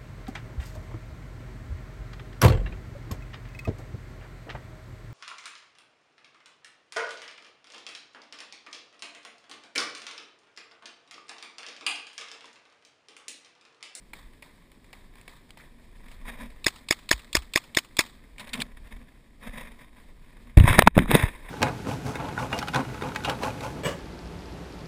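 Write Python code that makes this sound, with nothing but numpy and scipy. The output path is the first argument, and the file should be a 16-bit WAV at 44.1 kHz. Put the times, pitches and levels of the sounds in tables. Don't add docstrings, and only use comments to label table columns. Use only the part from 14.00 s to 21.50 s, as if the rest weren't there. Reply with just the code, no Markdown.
import sys
import numpy as np
from scipy import signal
from scipy.io import wavfile
from scipy.ndimage import uniform_filter1d

SR = 44100
rng = np.random.default_rng(int(sys.argv[2]) if len(sys.argv) > 2 else 0)


def put_to_file(sound):
    columns = np.atleast_2d(sound).T
    safe = np.clip(columns, -1, 1)
    whole_steps = np.round(safe * 32767)
    wavfile.write(sys.argv[1], SR, whole_steps.astype(np.int16))


def undo_db(level):
    steps = np.asarray(level, float) / 20
    return 10 ** steps


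N = 330750

# [f/Hz, level/dB]
WOODS_TONE = [(47, -28.5), (80, 2), (265, 2.5), (751, -13.5), (1220, -15.5), (1490, -26.5), (2040, -17),
              (2840, -18.5), (3540, -19), (5170, -22.5), (6030, -30.5), (8410, -22), (12300, -37),
              (14300, -27), (16000, -49.5)]
# [t/s, level/dB]
HISS_LEVEL = [(0, -60.5), (1, -60), (2, -59.5), (4.2, -59), (5, -60.5), (5.3, -61), (6, -61), (6.45, -59),
              (6.9, -77), (7.3, -55), (7.5, -57)]
# [f/Hz, level/dB]
TREE_TONE = [(88, -35), (150, -3), (424, -10.5), (1240, -1), (1430, -8.5), (1990, -0.5), (2780, -13.5),
             (3510, -1), (5300, -12.5), (5960, -20), (8320, -9), (12100, -32.5), (14400, -12),
             (15300, -21.5), (16200, -47.5)]

# [f/Hz, level/dB]
HOUSING = [(180, -28), (300, -12.5), (463, -8.5), (616, -7), (800, -12.5), (995, -1.5), (1340, -15),
           (1760, -2.5), (2290, -6), (2600, -9), (2900, -19), (3500, -13), (3830, -11), (4100, -35.5)]
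# [f/Hz, level/dB]
CAVITY = [(4470, -30.5), (5210, -25.5), (6000, -37.5), (6910, -25.5), (7730, -39), (8100, -28), (8400, -14),
          (9010, -29), (9840, -15.5), (10900, -27.5), (12000, -28.5), (13100, -27.5), (14200, -18.5),
          (15300, -42.5)]
# [f/Hz, level/dB]
HELD = [(300, -0.1), (700, 1), (1500, 0), (2500, 1), (4000, -0.4), (6000, -2), (9000, 0.7), (13000, -1)]
# [f/Hz, width/Hz, share removed/1]
PORT = [(2790, 400, 0.34), (6000, 420, 0.6), (8900, 660, 0.44), (12140, 900, 0.79)]
BAND_LIMITS = 15450, 16300

# [t/s, level/dB]
RUMBLE_LEVEL = [(0.0, -56), (.25, -50), (.45, -59.5), (0.81, -60), (1.1, -53), (1.5, -57.5), (2.4, -43),
                (2.8, -56.5), (3.43, -49.5), (3.6, -61.5), (4.3, -48.5), (4.6, -48.5), (4.95, -44),
                (5.25, -57.5), (5.55, -45), (5.89, -54.5), (6.15, -51), (6.58, -45.5)]
# [t/s, level/dB]
SQUEEZE_LEVEL = [(6.58, -60), (6.68, -20.5), (6.79, -33), (6.92, -43), (7.04, -31), (7.12, -33),
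                 (7.27, -32), (7.31, -44.5), (7.5, -47)]
# [peak t/s, level/dB, 20 dB fade/s (negative: a slow swell of that length, then a quicker fall), deep
# share/dB]
CLOTH = [(.66, -70, 0, 0.5), (1.185, -59.5, 0.08, -2), (1.63, -54, 0.09, -13), (1.85, -68, .5, -4),
         (2.07, -60, 0.2, -1), (2.23, -58, -0.05, 6.5), (2.285, -40, 0.1031, -4.5), (2.42, -47, 0.1, 4),
         (2.8, -64.5, 2.5, -5), (4.41, -44.5, 0.0566, 3.5), (4.47, -48.5, 0.1, -8.5),
         (4.55, -39, 0.05, -0.5), (4.595, -48.5, 0.0834, 14), (4.72, -57.5, -0.03, 4),
         (4.772, -42, 0.01, -5), (4.85, -51, 0.04, 0.5), (4.875, -55, 0.02, -4.5), (4.925, -51, 0.06, 2),
         (4.965, -57.5, 0.0167, 6.5), (5.02, -59.5, 0.1, 9), (5.15, -68, 0.06, -3), (5.435, -43, 0.04, 2),
         (5.475, -43, 0.0457, 3), (5.58, -42, 0.14, -0.5), (5.67, -53.5, 0.1357, 0.5),
         (5.81, -53.5, 0.11, 3.5), (5.99, -55.5, 0.1157, -3), (6.09, -58.5, 0.03, -0.5),
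         (6.27, -65, 0.4, -0.5), (6.37, -52, 0.01, -2.5), (6.5, -61.5, 0.18, 4)]
# [peak t/s, level/dB, 20 dB fade/s (negative: a slow swell of that length,
# then a quicker fall), deep share/dB]
SKIN = [(6.58, -35.5, 0.17, 13), (6.685, -23, 0.11, -5), (6.735, -25.5, 0.08, -6),
        (6.784, -25.5, 0.0466, 5.5), (6.825, -41.5, -0.02, 8), (6.865, -33.5, 0.01, 12),
        (6.957, -32.5, 0.02, -1), (7, -34, 0.07, 14), (7.11, -28, 0.06, 5), (7.135, -28, .05, 3),
        (7.16, -25.5, 0.1133, -4.5), (7.2, -30.5, 0.07, -5), (7.24, -32, 0.08, -7), (7.36, -49, 0.06, -16),
        (7.49, -45.5, 0.24, -11.5)]
CLOTH_RISE, SKIN_RISE = 0.55, 0.57
GRIP_S = 6.571
REST_DB, REST_DEEP_DB = -9, 1

# [t/s, peak level/dB, t60/s, brightness/dB]
FAR = [(0.133, -31, 0.03, -14), (0.335, -48.5, 0.02, -11.5), (0.423, -34, 0.044, -12),
       (0.717, -47.5, 0.015, 0), (0.843, -46.5, 0.032, -13), (0.929, -34.5, 0.0435, -10),
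       (1.155, -41.5, 0.0089, -8), (1.213, -46, 0.0115, 4), (1.278, -32.5, 0.0188, -24),
       (1.492, -48, 0.02, -10), (1.572, -38.5, 0.031, -25), (1.912, -58, 0.023, -12),
       (2.083, -41.5, 0.027, -12), (2.114, -38.5, 0.047, -10.5), (2.502, -43, 0.024, -7)]
# [f/Hz, level/dB]
FAR_TONE = [(180, -37), (300, -10.5), (918, -3.5), (1460, -11.5), (2220, 2), (3050, -9.5), (5210, -17),
            (6050, -30), (6800, -19.5), (9030, -18.5), (9820, -12), (12000, -41), (14400, -15.5),
            (15400, -36), (16200, -64)]
SLOPE_DB, SLOPE_RISE_S, SLOPE_T60_S = -22, 0.036, 0.7

# [length/s, level/dB, start f/Hz, end f/Hz]
RASP = (0.03, -52, 1751, 2050)
RASP_S = 1.592
# [t/s, peak level/dB, rattle/s, t60/s, ring f/Hz]
GEAR = [(1.505, -36, .001, .012, 3000), (4.381, -31.5, 0.002, 0.037, 2300),
        (4.395, -30.5, 0.0037, 0.084, 3700), (4.446, -44, .002, .03, 1850), (4.4716, -41, .002, .03, 2450),
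        (4.4905, -37.5, .003, .03, 3700), (4.532, -19.5, 0.004, 0.033, 3250),
        (4.538, -19.5, 0.0025, 0.034, 2500), (4.553, -32, 0.0026, 0.0175, 1900),
        (4.5748, -34.5, 0.0018, .02, 694), (4.601, -20.5, 0.0036, 0.026, 2720),
        (4.611, -25, 0.0055, 0.022, 3400), (4.618, -13.5, 0.0014, 0.015, 3530),
        (4.87, -51, 0.0022, 0.019, 2500)]
# [t/s, peak level/dB, f/Hz, t60/s, way/1 (1 in, -1 out)]
PUSHES = [(3.135, -28, 50, .15, 1), (3.371, -24.5, 56.1, .12, 1), (5.486, -31.5, 35, 0.086, -1),
          (6.5714, 0.5, 62, .03, 1), (6.576, 5, 58, .022, -1), (6.588, -5, 36, .05, 1),
          (6.599, -9, 60, .03, -1), (6.606, 0, 87.8, 0.055, 1), (6.635, -9, 48, .03, 1),
          (6.642, -4, 105, 0.04, -1), (6.701, -13, 60, .03, 1), (6.708, -9.5, 109, 0.044, -1),
          (6.7865, -3, 150, .02, -1), (6.835, -17, 70, 0.056, -1), (6.8655, -13, 171, .05, 1),
          (6.8763, -2, 200, 0.015, 1), (6.967, -6.5, 232, 0.013, -1), (6.9766, 0, 169, 0.017, -1),
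          (6.9937, -8.5, 148, 0.018, -1), (7.005, -21.5, 260, 0.069, 1), (7.02, -17, 221, 0.024, 1),
          (7.095, -17, 200, .03, 1), (7.141, -9.5, 168, 0.035, 1), (7.152, -5.5, 207, 0.032, -1),
          (7.234, -15, 100, 0.015, 1), (7.238, -9.5, 75, .025, -1)]
# [t/s, peak level/dB, ring f/Hz, length/s, grit/dB]
CREAKS = [(6.5722, -13, 590, 0.0038, 1), (6.584, -19, 496, 0.0016, 2), (6.599, -16, 2290, 0.003, -1),
          (6.638, -20, 1890, 0.0022, -1), (6.669, -20, 1100, .002, 0.1), (6.677, -5, 970, 0.0021, -7),
          (6.697, -16, 2300, .002, -1), (6.711, -17, 2000, .002, -3), (6.729, -11, 1130, 0.0017, -4.5),
          (6.74, -15.5, 1800, .002, -5), (6.7843, -5.5, 932, 0.00155, -7), (6.7905, 7, 904, 0.0029, -2.5),
          (6.822, 1.5, 970, 0.0011, -3.5), (6.873, 5, 953, 0.0033, -9), (6.876, 0, 1533, 0.0022, -10),
          (6.968, -13, 900, 0.001, -9), (6.978, -0.5, 527, 0.0027, -9), (6.989, -3.5, 2400, 0.0016, -11),
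          (7.058, -20, 1855, 0.00098, -12), (7.107, -18, 1900, .003, -2), (7.114, -6, 500, 0.0008, 6),
          (7.143, -8, 400, 0.003, -6), (7.15, -3, 420, 0.0033, 0.1), (7.151, -3, 1690, .002, -6),
          (7.033, -25, 1490, .001, -1), (7.08, -30, 1700, 0.0019, -4), (7.165, -21, 5200, 0.001, 2),
          (7.1925, -22, 1840, .001, -10), (7.227, -15, 1050, .0006, 1.5), (7.233, -19, 1100, .002, -8)]

# [blast t/s, peak level/dB, sear level/dB, bolt level/dB, trigger lag/s]
SHOTS = [
    (2.665, -5.5, -20, -13, 0.094),
    (2.908, -6, -20.5, -10.5, 0.08),
    (3.112, -5, -19.5, -12, 0.081),
    (3.351, -5.5, -18, -8.5, 0.069),
    (3.558, -6, -17.5, -9.5, .08),
    (3.77, -5, -19.5, -9.5, 0.076),
    (3.99, -5.5, -19.5, -11, 0.071),
]
# [f/Hz, width/Hz, level/dB]
BARREL = [(330, 99, -2), (651, 75, -7), (1030, 200, -2), (1820, 850, 0.5), (2093, 530, 7), (2653, 220, -8),
          (3350, 160, -11), (5040, 420, -4), (6680, 280, -5), (8330, 580, -11.5), (9810, 330, -7.5),
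          (14000, 380, -15)]
# [f/Hz, width/Hz, level/dB]
TUBE = [(3433, 130, -1.5), (5220, 120, -1), (6870, 130, -2), (8650, 190, -8)]
# [f/Hz, level/dB]
SEAR_TONE = [(500, -34), (1050, -9), (1600, -22), (2500, -1), (3100, -7), (3750, -1), (4500, -6),
             (5950, -24), (7700, -9), (9500, -14), (11800, -36), (14600, -17), (16200, -38)]
# [f/Hz, level/dB]
BOLT_TONE = [(400, -26.5), (1200, -3), (1750, -13), (2500, 1), (3300, -7), (5100, -11.5), (5950, -24),
             (6900, -12), (8250, -14), (9600, -13), (11800, -36), (14500, -16), (16200, -38)]
# [f/Hz, level/dB]
METAL_TONE = [(180, -39), (300, -36), (566, -15), (1160, -9), (1730, -12), (2500, 2), (3260, -2),
              (4560, -11), (5380, -25), (5950, -28), (7390, -11.5), (9660, -8.5), (11800, -42),
              (14700, -15), (16200, -33)]
SEAR_LEAD, VALVE_LEAD, BOLT_LAG = 0.0222, 0.004, 0.0152
TRIGGER_DB = -35


def evened(x):
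    return x / np.sqrt(np.mean(x ** 2) + 1e-20)


def peaked(x):
    return x / (abs(x).max() + 1e-12)


def add(mix, s, sound):
    part = mix[round(s * SR):][:len(sound)]
    part += sound[:len(part)]


def curve(rows):
    s, value = np.transpose(np.asarray(rows, float))
    return np.interp(np.arange(N) / SR, s, value)


def colour(x, points):
    f, db = np.transpose(points)
    hz = abs(np.fft.fftfreq(4096, 1 / SR))
    gain_db = np.interp(np.log(hz + 1), np.log(f + 1), db)
    log_gain = np.log(undo_db(np.maximum(gain_db, -100)))
    taps = np.fft.ifft(np.exp(np.conj(signal.hilbert(log_gain)))).real[:2048]
    return signal.oaconvolve(x, taps)[:len(x)]


def ring(x, modes):
    out = np.zeros(len(x))
    for k, (hz, width, db) in enumerate(modes):
        b, a = signal.iirpeak(min(hz, SR / 2 - 500), hz / max(width, 10), SR)
        out += (-1) ** k * undo_db(db) * signal.lfilter(b, a, x)
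    return out


def burst(rise, t60, length=0.25, hold=0):
    t = np.arange(round(length * SR)) / SR
    fall = undo_db(-60 * np.maximum(t - rise - hold, 0) / t60)
    return rng.standard_normal(len(t)) * np.minimum(t / rise, 1) * fall


def drift(n, first, second):
    return evened(uniform_filter1d(uniform_filter1d(rng.standard_normal(n), first), second))


def woods():
    wash = evened(colour(rng.standard_normal(N), WOODS_TONE))
    low = signal.sosfiltfilt(signal.butter(2, 600, fs=SR, output="sos"), wash)
    leaves = undo_db(1.5 * drift(N, 2000, 800)) * (wash - low)
    return undo_db(curve(HISS_LEVEL)) * (low + leaves)


def rumble():
    sos = signal.butter(2, [12, 40], "band", fs=SR, output="sos")
    before_grip = np.arange(N) < GRIP_S * SR
    level = np.where(before_grip, undo_db(curve(RUMBLE_LEVEL)), undo_db(curve(SQUEEZE_LEVEL)))
    return undo_db(0.5) * level * evened(signal.sosfilt(sos, rng.standard_normal(N)))


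def strokes(rows, rise):
    s, db, fade, deep_db = np.transpose(rows)[:, :, None]
    t = np.arange(0, N + 32, 32) / SR
    level = undo_db(db - 20 * np.maximum((t - s) / fade, (s - t) / (fade * rise)))
    totals = [np.sqrt((g ** 2).sum(0)) for g in (level, level * undo_db(deep_db))]
    return [np.interp(np.arange(N) / SR, t, total) for total in totals]


def rubbing():
    grain_db = 3.7 * np.minimum(rng.exponential(1, N), 4)
    grain_hits = rng.random(N) < 2500 / SR
    grains = undo_db(grain_db) * grain_hits * rng.standard_normal(N)
    slips = drift(N, 400, 200)
    drive = (evened(grains) * 0.85 + rng.standard_normal(N)) * undo_db(2.6 * slips)

    strap = evened(ring(drive, [(238, 20, 8.0), (127, 57, -7.5), (510, 260, -17)]))
    skin = evened(ring(drive, [(137, 122.6, -0.64), (273.0, 143.5, -1.4)]))
    shell = evened(colour(drive, HOUSING + CAVITY))
    gripped = np.arange(N) >= GRIP_S * SR
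    shell_now = np.where(gripped, colour(shell, HELD), shell)
    deep_now = np.where(gripped, skin, strap)

    level, deep = np.where(gripped, strokes(SKIN, SKIN_RISE), strokes(CLOTH, CLOTH_RISE))
    rest = undo_db(curve(HISS_LEVEL) + REST_DB)
    level = np.hypot(level, rest)
    deep = np.hypot(deep, rest * undo_db(REST_DEEP_DB))
    return undo_db(1.52) * (level * shell_now + deep * undo_db(-2.0) * deep_now)


def slope_echo():
    swell = burst(SLOPE_RISE_S, SLOPE_T60_S, 0.3)
    return evened(colour(swell, HOUSING + CAVITY)) * undo_db(SLOPE_DB)


def scatter(t60):
    hiss = burst(0.017, t60, 0.45)
    hiss = hiss * (1 + 6.1 * (rng.random(len(hiss)) < 250 / SR))
    trunks = drift(len(hiss), 250, 150)
    return peaked(colour(hiss, TREE_TONE)) * undo_db(2.7 * trunks)


def far_shot(t60, bright_db):
    pop = burst(0.0029, t60, 0.45)
    pop[round(0.0012 * SR)] += 6.5
    edge = colour(burst(0.000166, 0.0084, 0.45), METAL_TONE)
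    edge = peaked(np.diff(edge, prepend=0))
    return peaked(colour(pop, FAR_TONE)) + undo_db(bright_db) * edge + undo_db(-11.5) * scatter(0.4)


def strap_rasp(length, db, from_hz, to_hz):
    u = np.linspace(0, 1, round(length * SR))
    fuzz = uniform_filter1d(rng.standard_normal((2, len(u))), 45, axis=1)
    phase = 2 * np.pi * np.cumsum(from_hz + (to_hz - from_hz) * u) / SR
    band = evened(fuzz[0] * np.cos(phase) + fuzz[1] * np.sin(phase))
    return undo_db(db) * np.sin(np.pi * u) * band


def clack(rattle, t60, hz):
    hit = burst(0.0011, t60, hold=rattle)
    struck_part = peaked(ring(hit, [(hz, hz * 0.15, 0)]))
    return peaked(peaked(colour(hit, METAL_TONE)) + 0.66 * struck_part)


def push(hz, t60):
    t = np.arange(round(0.2 * SR)) / SR
    swing = np.sin(2 * np.pi * hz * t)
    return -peaked(swing * np.minimum(t * hz * 3.5, 1) * undo_db(-60 * t / t60))


def creak(hz, length, grit_db):
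    t = np.arange(round(0.03 * SR)) / SR
    shape = np.minimum(t / 0.0004, 1) * undo_db(-60 * np.maximum(t - length, 0) / 0.009)
    wobble = 1 + 0.3 * evened(uniform_filter1d(rng.standard_normal(len(t)), 40))
    phase = 2 * np.pi * np.cumsum(hz * wobble) / SR
    tone = np.sin(phase) + 0.35 * (hz < 1300) * np.sin(2.3 * phase)
    body = evened(colour(colour(rng.standard_normal(len(t)), HOUSING + CAVITY), HELD))
    snap = evened(np.diff(body, prepend=0))
    return shape * (undo_db(grit_db) * (body + 0.17 * snap) - tone)


def shot(sear_db, bolt_db, trigger_lag):
    gas, sear, metal, far = np.zeros((4, SR // 2))
    t = np.arange(len(gas)) / SR - SEAR_LEAD

    add(sear, 0, burst(0.0005, 0.016, 0.03, hold=0.003))
    add(sear, 0.004, undo_db(-16.5) * burst(0.002, 0.082, 0.04))

    add(gas, SEAR_LEAD - VALVE_LEAD, undo_db(-20.5) * burst(0.0012, 0.013))
    add(gas, SEAR_LEAD - 0.001, undo_db(-9.5) * burst(0.0026, 0.016))
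    add(gas, SEAR_LEAD, undo_db(-22.5) * burst(0.0026, 0.061, hold=0.0055))
    swell = np.exp(-((t - 0.0015) / 0.0012) ** 2)
    period = round(SR / 1735)
    uneven = 1 + 0.15 * rng.standard_normal(len(gas[::period]))
    gas[::period] += 2.2 * swell[::period] * uneven
    add(gas, SEAR_LEAD + 0.0035, undo_db(-18.0) * burst(0.0005, 0.011, hold=0.0011))

    add(metal, SEAR_LEAD + BOLT_LAG, burst(0.0005, 0.02, hold=0.003))
    add(metal, SEAR_LEAD + trigger_lag, undo_db(TRIGGER_DB - bolt_db) * burst(0.0016, 0.056))
    add(far, SEAR_LEAD + 0.0057, scatter(0.5))

    kick = np.exp(-((t - 0.0012) / 0.0013) ** 2) - 0.58 * np.exp(-((t - 0.004) / 0.00083) ** 2)
    jolt = np.exp(-((t - 0.0012) / 0.00014) ** 2)
    blast = peaked(ring(gas, BARREL[2:]))
    blast = blast + undo_db(-15.5) * peaked(ring(gas, TUBE))
    blast = blast + undo_db(-23.5) * kick
    blast = blast + undo_db(-14.0) * peaked(ring(jolt, BARREL[:2]))
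    click = undo_db(sear_db) * peaked(colour(sear, SEAR_TONE))
    bolt = undo_db(bolt_db) * peaked(colour(metal, BOLT_TONE))
    return blast + click + bolt + undo_db(-32.5) * far


def scene():
    mix = woods() + rumble() + rubbing()
    for s, db, *rest in FAR:
        add(mix, s, undo_db(db + 1.5) * far_shot(*rest))
        add(mix, s, undo_db(db - 10) * slope_echo())
    add(mix, RASP_S, strap_rasp(*RASP))
    for s, db, *rest in GEAR:
        add(mix, s, undo_db(db) * clack(*rest))
    for s, db, hz, t60, way in PUSHES:
        add(mix, s, undo_db(db) * np.sign(way) * push(hz, t60))
    for s, db, *rest in CREAKS:
        add(mix, s, undo_db(db - 7.5) * creak(*rest))
    for s, db, *rest in SHOTS:
        add(mix, s - SEAR_LEAD, undo_db(db + 3.0) * shot(*rest))
    return mix[None]


def roll_off(x):
    return signal.sosfilt(signal.butter(12, 16460, fs=SR, output="sos"), x)


def record(dry):
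    x = dry
    for hz, width, share in PORT:
        x = x - np.clip(share, 0, 1) * ring(x[0], [(hz, width, 0)])
    for edge_hz in BAND_LIMITS:
        low_pass = signal.firwin(511, edge_hz, window=("kaiser", 9), fs=SR)
        x = signal.oaconvolve(x, low_pass[None], "same")
        x = np.clip(x, -1, 1)
    return roll_off(x)


dry = scene()
out = record(dry)
put_to_file(out)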